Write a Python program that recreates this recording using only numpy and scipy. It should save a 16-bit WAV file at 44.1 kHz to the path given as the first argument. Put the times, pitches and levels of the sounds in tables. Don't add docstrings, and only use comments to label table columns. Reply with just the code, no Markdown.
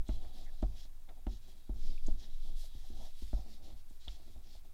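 import sys
import numpy as np
from scipy import signal
from scipy.fft import rfft, irfft
from scipy.io import wavfile

SR = 44100
rng = np.random.default_rng(int(sys.argv[2]) if len(sys.argv) > 2 else 0)


def persist_wave(psi):
    counts = np.round(np.clip(psi, -1, 1) * 32767).astype(np.int16)
    wavfile.write(sys.argv[1], SR, np.atleast_2d(counts).T)


def volts_from_db(level):
    exponent = np.asarray(level, float) / 20
    return 10 ** exponent


N = 208989

# (time [s], board level [dB], frame level [dB], knock level [dB])
THUD_EVENTS = [(0.0, -51.5, -47, -74), (.0875, -31.5, -32, -44.5), (.244, -60, -52, -58.5),
               (.6243, -28.5, -29.5, -43), (.849, -57.5, -55, -68), (1.086, -56, -62, -61),
               (1.177, -82, -62, -73), (1.2648, -33, -33, -48.5), (1.691, -37, -35, -56.5),
               (2.08, -34.5, -35.5, -50.5), (2.636, -67, -64, -66.5), (2.746, -53.5, -42, -69.5),
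               (2.899, -46.5, -55, -71), (3.219, -45, -41.5, -65), (3.3283, -36, -32, -50),
               (3.458, -53, -73, -63.5), (3.905, -54, -57.5, -70.5), (4.073, -51.5, -44.5, -59.5),
               (4.274, -54.5, -70, -71), (4.356, -61, -48.5, -68), (4.548, -69, -53, -64.5),
               (4.646, -83, -84, -69.5)]
# (frequency [Hz], level [dB], t60 [s])
FRAME_MODES = [(45.16, -1, 0.31), (56.3, -2.5, 0.078), (90.5, -19, 0.38), (104, -14.5, 0.52)]
# (frequency [Hz], level [dB], t60 [s])
BOARD_MODES = [(145, -31.5, 0.38), (216, -15.5, 0.43), (231.2, 1.5, 0.091), (270.5, 7.5, 0.028),
               (314.3, -4.5, 0.1), (342.8, -12.5, 0.11), (375, -18, 0.35)]
# (frequency [Hz], level [dB], t60 [s])
KNOCK_MODES = [(538, -10, 0.056), (634, 4.5, 0.037), (714, 3, 0.037), (754.6, 4, 0.045), (837, -22, 0.14),
               (906, -19.5, 0.15), (1086, -19, 0.17), (1193, -25, 0.12), (1294, -16.5, 0.073)]
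# (start [s], length [s], board level [dB], knock level [dB])
PRESSURE_SWELLS = [(0.0, 0.7, -67.5, -66), (0.17, 0.063, -63.5, -82), (0.31, 0.16, -71, -82),
                   (0.55, 0.36, -70, -69.5), (0.68, 0.16, -81, -78), (1.07, 0.079, -68.5, -62),
                   (1.16, 0.061, -69, -69.5), (1.27, 0.098, -57, -70), (1.41, 0.25, -69.5, -74.5),
                   (1.68, 0.16, -63, -74), (1.8, 0.21, -61, -71.5), (2.08, 0.16, -63, -71),
                   (2.18, 0.17, -66.5, -69.5), (2.41, 0.18, -65.5, -70), (2.62, 0.046, -79, -80),
                   (2.74, 0.1, -70.5, -78), (2.83, 0.059, -88, -63.5), (2.88, 0.17, -62.5, -70),
                   (2.96, 0.16, -64.5, -57.5), (3.2, 0.16, -79, -84), (3.33, 0.16, -66, -63.5),
                   (3.43, 0.2, -66, -73.5), (3.55, 0.27, -65, -66), (4.05, 0.18, -70.5, -72),
                   (4.17, 0.098, -67.5, -68.5), (4.25, 0.096, -66, -75), (4.335, 0.12, -71, -77),
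                   (4.44, 0.13, -66, -71.5), (4.63, .09, -70.5, -87)]
# (time [s], level [dB])
STAND_ROCKING = [(0.0, -21.5), (0.05, -52.5), (0.17, -31.5), (0.32, -41.5), (0.5, -37), (0.8, -42.5),
                 (1.1, -44.5), (1.7, -48), (1.86, -25.5), (1.99, -34), (2.1, -22.5), (2.23, -46.5),
                 (2.32, -33.5), (2.57, -32.5), (2.69, -43), (2.95, -37.5), (3.6, -42.5), (4.74, -47)]
# (frequency [Hz], density [dB per Hz])
FLOOR_SPECTRUM = [(35, -24), (60, 9), (66, -2.5), (112, -19), (248, -21), (629, -30.5), (724, -27),
                  (1920, -32.5), (2730, -32), (3210, -38.5), (3960, -35), (15600, -34)]
# (start [s], length [s], hiss level [dB], bright top level [dB])
STROKE_SWELLS = [(0.05, 0.16, -65, -76), (0.2, .125, -68.5, -80), (0.325, .16, -65, -72.5),
                 (0.46, 0.37, -73, -83), (0.745, 0.14, -62.5, -73), (1.275, 0.13, -65.5, -80),
                 (1.405, 0.083, -72, -86), (1.47, .08, -69, -73), (1.54, 0.11, -75.5, -80),
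                 (1.735, 0.3, -66, -75.5), (2.01, 0.18, -69, -76), (2.17, .13, -64, -78),
                 (2.26, 0.17, -71, -80), (2.39, 0.17, -69, -74.5), (2.55, .16, -63.5, -65),
                 (2.7, 0.32, -68.5, -74.5), (2.94, 0.21, -65, -71), (3.12, 0.24, -66, -69.5),
                 (3.27, 0.21, -66.5, -75), (3.44, .17, -66, -75), (3.615, 0.14, -67, -80),
                 (3.75, 0.082, -71.5, -79), (3.86, 0.15, -78, -76.5), (3.99, 0.12, -67, -82),
                 (4.06, 0.13, -63.5, -78), (4.15, 0.29, -72.5, -80), (4.425, 0.16, -68, -85),
                 (4.515, .1, -68, -79), (4.625, 0.075, -79, -90)]
# (frequency [Hz], width [Hz], level [dB])
PAPER_RESONANCES = [(1800, 330, -7.5), (2350, 2400, -10), (3365, 250, 1), (3640, 170, 1.5),
                    (3892, 415, 1.5), (4415, 510, -0.5), (5250, 1030, -2.5), (7230, 1600, -13)]
# (start [s], length [s], slide level [dB], shove level [dB])
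HEEL_SLIDES = [(0.05, 0.52, -71.5, -54), (0.5, 0.41, -79.5, -55), (1.3, 0.61, -81, -72),
               (1.75, 0.32, -74, -70), (2.1, 0.83, -73, -64), (2.55, 0.62, -78, -64), (2.88, 0.2, -73, -45),
               (3.0, 0.41, -79, -56), (3.6, 0.24, -87, -44.5), (4.0, 0.34, -78, -70),
               (4.29, 0.096, -87.5, -47)]
# (frequency [Hz], width [Hz], level [dB])
SHEET_RESONANCES = [(3400, 95, -0.5), (3766, 230, -0.5), (4530, 170, -6.5)]
# (time [s], peak level [dB], low edge [Hz], high edge [Hz], t60 [s])
TICK_EVENTS = [(0.084, -49.5, 5000, 9250, 0.0051), (0.0893, -58, 1520, 3500, 0.045),
               (.248, -60.5, 900, 2500, .02), (0.623, -52.5, 2500, 9000, 0.0098),
               (0.628, -56, 1500, 5060, 0.033), (.853, -64, 1030, 2490, 0.04),
               (0.976, -65, 2400, 3000, 0.012), (1.089, -60, 3030, 4100, 0.045),
               (1.089, -62, 885, 2600, 0.081), (1.267, -54.5, 1130, 4380, 0.035),
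               (1.2675, -63, 6000, 8500, 0.0068), (1.978, -54.5, 2000, 2980, 0.018),
               (2.0645, -48, 3500, 8800, 0.01), (2.0695, -46.5, 5950, 7860, 0.012),
               (2.082, -55, 2900, 4760, 0.011), (3.331, -84, 900, 1570, 0.031),
               (4.231, -67, 900, 2000, .02), (4.369, -71, 885, 1800, .02), (3.898, -66, 5930, 8900, 0.032),
               (4.081, -38, 2700, 4050, 0.02), (4.081, -53, 940, 3150, 0.043)]
# (start [s], length [s], start pitch [Hz], end pitch [Hz], level [dB])
SQUEAK_EVENTS = [
    (0.452, 0.052, 1950, 1800, -67.5),
    (0.477, 0.031, 2030, 1760, -74),
]


def rms_one(x):
    return x / np.sqrt(np.mean(x ** 2) + 1e-20)


def band(x, low_hz, high_hz):
    edges_hz = [low_hz, min(high_hz, SR / 2.2)]
    return signal.sosfilt(signal.butter(2, edges_hz, "band", fs=SR, output="sos"), x)


def low_pass(x, cut_hz):
    return signal.sosfilt(signal.butter(2, cut_hz, fs=SR, output="sos"), x)


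def decay(x, t60_s):
    return signal.lfilter([1], [1, -volts_from_db(-60 / (t60_s * SR))], x)


def drift(rate_hz):
    r = np.exp(-2 * np.pi * rate_hz / SR)
    wander = signal.lfilter([1], [1, -2 * r, r * r], rng.standard_normal(N + SR))
    return rms_one(wander[SR:])


def ring(force, hz, t60_s):
    r = volts_from_db(-60 / (t60_s * SR))
    w = 2 * np.pi * hz / SR
    return signal.lfilter([0, np.sin(w)], [1, -2 * r * np.cos(w), r * r], force + 1e-18)


def peak(x, hz, width_hz):
    r = np.exp(-np.pi * width_hz / SR)
    poles = [1, -2 * r * np.cos(2 * np.pi * hz / SR), r * r]
    return signal.lfilter([(1 - r * r) / 2, 0, (r * r - 1) / 2], poles, x)


def grain(per_s, spread_db):
    size_db = spread_db * np.minimum(rng.exponential(1, N), 5)
    slips = volts_from_db(size_db) * rng.choice([-1, 1], N)
    return rms_one(slips * (rng.random(N) < per_s / SR))


def swells(rows, peak_at, sharpness):
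    t = np.arange(N) / SR
    rest_db = -84.5
    power = volts_from_db(2 * rest_db)
    bend = np.log(0.5) / np.log(np.clip(peak_at, 0.2, 0.8))
    for start_s, length_s, *level_db in rows:
        phase = np.clip((t - start_s) / length_s, 0, 1) ** bend
        speed = np.sin(np.pi * phase).clip(0) ** sharpness
        power = power + (volts_from_db(level_db)[:, None] * speed) ** 2
    return 10 * np.log10(power)


def blows(column, delay_s, bounce=0):
    rows, clicks = np.array(THUD_EVENTS), np.zeros(N)
    clicks[((rows[:, 0] + delay_s) * SR).astype(int)] = volts_from_db(rows[:, column])
    bounce_s = 0.00332
    return clicks + bounce * np.roll(clicks, int(bounce_s * SR))


def thuds(legs_s):
    contact_s, settle_s = 0.00035, 0.002806
    rattle_t60_s, rattle_gain = 0.064, 0.05
    hit = blows(1, settle_s, 0.37)
    board = sum(volts_from_db(db - 10.5) * ring(hit, hz, t60_s) for hz, db, t60_s in BOARD_MODES)

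    late_hit = blows(2, settle_s + legs_s)
    frame = -sum(volts_from_db(db + 5.5) * ring(late_hit, hz, t60_s) for hz, db, t60_s in FRAME_MODES)
    frame = low_pass(frame, 70)

    sharp_hit = blows(3, settle_s, volts_from_db(-4))
    rattle = decay(sharp_hit, rattle_t60_s) * rng.standard_normal(N)
    force = sharp_hit + rattle_gain * rattle
    knock = sum(volts_from_db(db - 5.5) * ring(force, hz, t60_s) for hz, db, t60_s in KNOCK_MODES)

    heavy = low_pass(board + frame, 750)
    contact = np.hanning(int(contact_s * SR))
    return signal.lfilter(contact / contact.sum(), [1], heavy + knock)


def wobble(board_db, shove_db, legs_s):
    after = decay(blows(2, legs_s), 0.34)
    after = low_pass(after, 28.3).clip(0)
    return 20 * np.log10(volts_from_db(-3) * after + volts_from_db(board_db + 9) + volts_from_db(shove_db))


def driven(force, modes, low_hz, high_hz):
    return rms_one(sum(volts_from_db(db) * np.sqrt(t60_s) * rms_one(band(ring(force, hz, t60_s), low_hz, high_hz))
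                       for hz, db, t60_s in modes))


def rubbing(board_db, knock_db, wobble_db):
    drag = grain(2500, 2.0) * volts_from_db(1.8 * drift(14))
    board = driven(drag, BOARD_MODES, 100, 530)
    knock = driven(drag, KNOCK_MODES, 510, 1310)
    push = rng.standard_normal(N)
    frame = sum(volts_from_db(db) * rms_one(band(ring(push, hz, t60_s), 30, 120)) for hz, db, t60_s in FRAME_MODES)
    rub = volts_from_db(board_db - 0.83) * board + volts_from_db(knock_db - 2.4) * knock
    return rub + volts_from_db(wobble_db - 8.0) * rms_one(frame)


def sway():
    time_s, level_db = np.transpose(STAND_ROCKING)
    sway_db = np.interp(np.arange(N) / SR, time_s, level_db)
    rate_hz = 12.5 + 2.0 * drift(1.0)
    turn = 2 * np.pi * np.cumsum(rate_hz) / SR
    return volts_from_db(sway_db + 4.5) * (np.sin(turn) + 0.18 * np.sin(2 * turn + 0.8))


def room_floor():
    floor_db, buzz_db, buzz_hz = -69.5, -88, 119.83
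    hz = np.maximum(np.fft.rfftfreq(N, 1 / SR), 1)
    point_hz, point_db = np.transpose(FLOOR_SPECTRUM)
    colour = volts_from_db(np.interp(np.log(hz), np.log(point_hz), point_db)) * (hz > 50)
    tone = irfft(rfft(rng.standard_normal(N)) * colour, N)
    tone = tone / np.std(band(tone, 85.5, 12000))
    sparks = np.diff(np.floor(np.arange(N + 1) * buzz_hz / SR))
    buzz = rms_one(band(sparks, 13900, 15200))
    return volts_from_db(floor_db) * tone + volts_from_db(buzz_db) * buzz


def hiss(hiss_db, top_db):
    slips = grain(9000, 1.8)
    body = np.zeros(N)
    for k, (hz, width_hz, db) in enumerate(PAPER_RESONANCES):
        body += (-1) ** k * volts_from_db(db + 1.2 * drift(6)) * peak(slips, hz, width_hz)
    top = band(grain(12000, 2.4), 5000, 13500)
    uneven = volts_from_db(1.0 * drift(25))
    return uneven * (volts_from_db(hiss_db + 0.88) * rms_one(body) + volts_from_db(top_db - 0.2) * rms_one(top))


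def slide(slide_db):
    rub = grain(6000, 1.8)
    uneven_db = 1.5 * drift(6)
    sheet = sum(volts_from_db(db) * peak(rub, hz, width_hz) for hz, width_hz, db in SHEET_RESONANCES)
    return volts_from_db(slide_db + uneven_db) * rms_one(sheet)


def ticks():
    out, t = np.zeros(N), np.arange(SR // 10) / SR
    for time_s, db, low_hz, high_hz, t60_s in TICK_EVENTS:
        at = int(time_s * SR)
        crackle = rms_one(band(rng.standard_normal(len(t)), low_hz, high_hz))
        burst = crackle * volts_from_db(db - 60 * t / t60_s)
        out[at:at + len(t)] += band(burst, low_hz, high_hz)
    return out


def squeaks():
    out, slips = np.zeros(N), grain(1600, 2.0)
    for start_s, length_s, from_hz, to_hz, db in SQUEAK_EVENTS:
        at, size = int(start_s * SR), int(length_s * SR)
        force = slips[at:at + size]
        upper = rms_one(peak(peak(force, from_hz, 300), from_hz, 300))
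        lower = rms_one(peak(peak(force, to_hz, 300), to_hz, 300))
        turn = np.linspace(0, 1, size)
        fall = (1 - turn) * upper + turn * lower
        out[at:at + size] += volts_from_db(db) * fall * np.sqrt(np.hanning(size))
    return out


def scene():
    legs_s = 0.0031
    board_db, knock_db = swells(PRESSURE_SWELLS, peak_at=0.39, sharpness=1.42)
    slide_db, shove_db = swells(HEEL_SLIDES, peak_at=0.45, sharpness=0.59)
    hiss_db, top_db = swells(STROKE_SWELLS, peak_at=0.42, sharpness=1.0)
    table = thuds(legs_s) + rubbing(board_db, knock_db, wobble(board_db, shove_db, legs_s))
    crayon = hiss(hiss_db, top_db) + slide(slide_db) + ticks() + squeaks()
    return (table + sway() + room_floor() + crayon)[None, :]


def top_cut(x):
    return signal.sosfilt(signal.butter(12, 15760, fs=SR, output="sos"), x)


def record(dry):
    return top_cut(dry)


dry = scene()
out = record(dry)
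persist_wave(out)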